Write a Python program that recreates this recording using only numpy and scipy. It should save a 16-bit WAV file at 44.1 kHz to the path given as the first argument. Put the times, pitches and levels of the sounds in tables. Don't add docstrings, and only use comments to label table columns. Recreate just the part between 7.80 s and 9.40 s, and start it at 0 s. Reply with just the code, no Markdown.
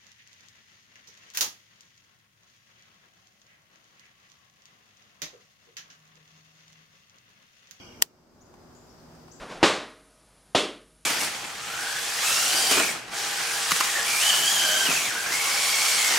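import sys
import numpy as np
from scipy import signal
from scipy.fft import rfft, irfft, next_fast_len
from scipy.io import wavfile
from scipy.ndimage import uniform_filter1d, minimum_filter1d, map_coordinates

SR = 44100
rng = np.random.default_rng(int(sys.argv[2]) if len(sys.argv) > 2 else 0)


def wav_out(sig):
    wavfile.write(sys.argv[1], SR, np.round(np.clip(np.atleast_2d(sig).T, -1, 1) * 32767).astype(np.int16))


N = 70560

# frequency in Hz, left-right correlation.
CORRELATION = [(60, .75), (300, .72), (640, .45), (1400, 0.26), (3000, 0.022)]
# frequency in Hz, relative density in dB.
RUMBLE_SPECTRUM = [(25, -15), (45, -1.5), (80, 0.5), (150, -2), (250, 1), (450, -2.5), (800, -5),
                   (1400, -10), (2200, -20.5), (4000, -30.5), (10000, -48)]
HISS_SPECTRUM = [(500, -8.5), (2500, -3), (4000, 0), (5800, 3), (7200, -1), (8500, -4.5), (10500, -11),
                 (13000, -6.5), (16000, -10.5)]
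INSECT_SPECTRUM = [(2500, -50.5), (4200, -22), (4650, -3), (5000, 1), (5400, -9.5), (6500, -26),
                   (9000, -50.5)]
CRACK_SPECTRUM = [(60, -24), (300, -11), (800, -5), (1500, 1), (3000, 0.5), (8000, 5), (10000, -8.5),
                  (15000, 0.5)]
REFLECTION_SPECTRUM = [(100, -14), (500, 6), (1200, -3), (3000, -2.5), (6000, 1.5), (10000, -7.5),
                       (15000, -5)]
TICK_SPECTRUM = [(200, -6), (800, 20), (1800, 6), (4000, -0.5), (8500, 3), (11000, -12), (15000, -18)]
# frequency in Hz, level in dB.
HUM_TONES = [(121, -70.5), (161.5, -63.5), (204, -69.5), (242.2, -63), (323, -71.5), (360.7, -63.5),
             (619, -73)]
# frequency in Hz, width in Hz, level in dB, fade in dB/s, left over right in dB.
CALL_PARTIALS = [(1497, 82, -65, 55.5, -5.5), (2323, 160, -57.5, 38, -3), (2885, 100, -55.5, 56, -2.5),
                 (3234, 100, -57.5, 64, -7), (4756, 280, -58.5, 149, 10.5), (5710, 320, -58, 41, 5),
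                 (6250, 99, -62, 76, 3.5)]
# start in seconds, ring and crack in dB re the blow.
KNOCK_CONTACTS = [(0.2185, -36, -31), (0.2214, -17, -9.5), (0.2225, 0, 0), (0.2246, -17.5, -10)]
# frequency in Hz, left and right relative levels in dB, T60 in seconds.
SHELL_MODES = [(940, -17.5, -18, 0.012), (1480, -15, 1, 0.0074), (1887, -0.5, -17, 0.012),
               (2350, -16.5, -14.5, .009), (3035, 3, -6, .009), (3477, -20.5, -4, 0.0097),
               (4773, 1, -13, 0.0058), (5090, -3, -8.5, .01), (6055, -9, -9.5, .008),
               (6663, -12, -13, 0.005), (7200, -6.5, -12.5, 0.0099), (8800, 1, 3.5, 0.0065),
               (9480, -19, -5.5, .008), (11500, -12, -6.5, 0.012), (13180, -6.5, -3, 0.012),
               (13400, -4, -5, 0.0047), (14250, -2.5, 8.5, 0.0038), (15700, -15.5, -7, 0.0042)]
# start and length in seconds, start and end pitch in Hz, level in dB,
# left over right in dB, echo re the note in dB.
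CHIRP_NOTES = [(0.607, 0.0221, 5810, 6930, -56, 5.5, 0.5), (0.943, 0.0382, 6550, 7310, -68, 9, 10),
               (1.092, 0.024, 5450, 5900, -64, 8.5, 3), (1.182, 0.029, 4720, 4500, -69, 12, -4),
               (1.511, 0.02, 5590, 6340, -54, 11.5, -2.5), (1.517, 0.013, 6290, 7450, -59, 11.5, 8)]
# start in seconds, level in dB, tilt in dB/octave.
FINGER_TOUCHES = [(0.740, -44.5, -1.5), (0.949, -56.5, 3.5), (1.110, -68, -0.5), (1.350, -54.5, 1.5),
                  (1.482, -47, -1.5)]

TOP_HZ = 15900


def amp(db):
    return 10 ** (np.asarray(db) / 20)


def unit(x):
    return x / np.sqrt(np.mean(x ** 2) + 1e-20)


def since(start_s):
    return np.maximum(np.arange(N) / SR - start_s, 0)


def pan(left_db):
    return amp([[left_db / 2], [-left_db / 2]])


def along(points, hz):
    knots_hz, values = np.transpose(points)
    return np.interp(np.log(hz + 1), np.log(knots_hz + 1), values)


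def wobble(rate_hz):
    return map_coordinates(rng.standard_normal(N // 8), [np.arange(N) * rate_hz / SR], mode="wrap")


def filtered(x, response):
    size = next_fast_len(N + SR // 2)
    return irfft(rfft(x, size) * response(np.fft.rfftfreq(size, 1 / SR)), size)[..., :N]


def noise(spectrum):
    def mid_side_gains(hz):
        angle = np.arccos(np.clip(along(CORRELATION, hz), -1, 1)) / 2
        return amp(along(spectrum, hz)) * [np.cos(angle), np.sin(angle)]
    mid, side = filtered(rng.standard_normal((2, N)), mid_side_gains)
    return unit(np.array([mid + side, mid - side]))


def tone(hz):
    return np.sqrt(2) * np.sin(2 * np.pi * (np.cumsum(hz) / SR + rng.random()))


def decay(start_s, t60_s):
    t = since(start_s)
    return (t > 0) * np.exp(-np.log(1000) * t / t60_s)


def rumble():
    return amp(-51.5 + 0.74 * wobble(rate_hz=8)) * noise(RUMBLE_SPECTRUM)


def hiss():
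    return amp(-61.5 + 0.25 * wobble(rate_hz=36)) * pan(left_db=1.5) * noise(HISS_SPECTRUM)


def machine_hum(swing_db=3.5, drift_hz=2):
    return sum(amp(db + swing_db * wobble(rate_hz=5.9)) * tone(hz + drift_hz * wobble(rate_hz=9))
               for hz, db in HUM_TONES)


def insects():
    return amp(-69 + 0.94 * wobble(rate_hz=16)) * pan(left_db=7.5) * noise(INSECT_SPECTRUM)


def bird_call(peak_s=0.015, rise_db_per_s=116, sag_per_s=0.1):
    t, out = since(0), np.zeros((2, N))
    rise_db = rise_db_per_s * np.minimum(t - peak_s, 0)
    for hz, width_hz, db, fade_db_per_s, left_db in CALL_PARTIALS:
        pitch_hz = hz * (1 - sag_per_s * t)
        smeared = [unit(wobble(2 * width_hz) * tone(pitch_hz + width_hz / 2 * wobble(width_hz)))
                   for _ in range(2)]
        envelope = amp(db + rise_db - fade_db_per_s * since(peak_s))
        out += envelope * pan(left_db) * np.array(smeared)
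    return out


def shell_ring(start_s, attack_s=0.00011, treble_delay_s=0.00028, port_lag_s=0.00016):
    out = np.zeros((2, N))
    for k, (hz, left_db, right_db, t60_s) in enumerate(SHELL_MODES):
        arrival_s = start_s + treble_delay_s * hz / TOP_HZ
        t = np.array([since(arrival_s + port_lag_s / 2), since(arrival_s - port_lag_s / 2)])
        envelope = (1 - np.exp(-t / attack_s)) * np.exp(-np.log(1000) * t / t60_s)
        out += (-1) ** k * amp([[left_db], [right_db]]) * envelope * np.sin(2 * np.pi * hz * t)
    return out


def knock():
    def envelope(t60_s):
        return np.sqrt(sum((amp(crack_db) * decay(start_s, t60_s)) ** 2
                           for start_s, _, crack_db in KNOCK_CONTACTS))
    ring = amp(2) * sum(amp(ring_db) * shell_ring(start_s) for start_s, ring_db, _ in KNOCK_CONTACTS)
    crack = amp(4.5) * envelope(t60_s=0.013) * noise(CRACK_SPECTRUM)
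    near = amp(-24.5) * envelope(t60_s=0.073)
    far = amp(-47) * envelope(t60_s=0.3)
    return ring + crack + (near + far) * noise(REFLECTION_SPECTRUM)


def chirps(rough_hz=293, foliage_t60_s=0.58):
    out = np.zeros((2, N))
    for start_s, length_s, start_hz, end_hz, db, left_db, echo_db in CHIRP_NOTES:
        progress = np.minimum(since(start_s) / length_s, 1)
        glide_hz = end_hz + (start_hz - end_hz) * (1 - progress) ** 1.82
        envelope = np.sqrt(np.abs(np.sin(np.pi * progress)))
        note = envelope * tone(glide_hz + rough_hz * wobble(rate_hz=900))
        foliage = unit(rng.standard_normal((2, N)) * decay(0, foliage_t60_s)) / np.sqrt(N)
        echo = signal.fftconvolve(note[None], foliage, axes=1)[:, :N]
        out += amp(db) * pan(left_db) * (note + amp(echo_db) * echo)
    return out


def finger_ticks(t60_s=0.047):
    out = np.zeros((2, N))
    for start_s, db, tilt_db_per_octave in FINGER_TOUCHES:
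        spectrum = [(hz, band_db + tilt_db_per_octave * np.log2(hz)) for hz, band_db in TICK_SPECTRUM]
        out += amp(db) * decay(start_s, t60_s) * noise(spectrum)
    return out


def scene():
    background = rumble() + hiss() + machine_hum() + insects()
    return background + bird_call() + knock() + chirps() + finger_ticks()


def auto_gain(dry, threshold_db=-6, range_db=10.5, hold_s=0.23, release_s=0.35, ahead_s=0.003):
    peak_db = 20 * np.log10(np.abs(dry).max(axis=0) + 1e-9)
    over_db = np.clip(peak_db - threshold_db, 0, range_db)
    release = np.exp(since(0) / release_s)
    duck_db = np.maximum.accumulate(over_db * release) / release
    hold, ahead = int(hold_s * SR) // 2 * 2 + 1, int(ahead_s * SR)
    held_db = minimum_filter1d(-duck_db, hold, origin=hold // 2, mode="nearest")
    return amp(uniform_filter1d(minimum_filter1d(held_db, ahead), ahead))


def record(dry):
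    clipped = np.clip(dry * auto_gain(dry), -1, 1)
    return filtered(clipped, lambda hz: 1 / (1 + (hz / TOP_HZ) ** 110))


dry = scene()
out = record(dry)
wav_out(out)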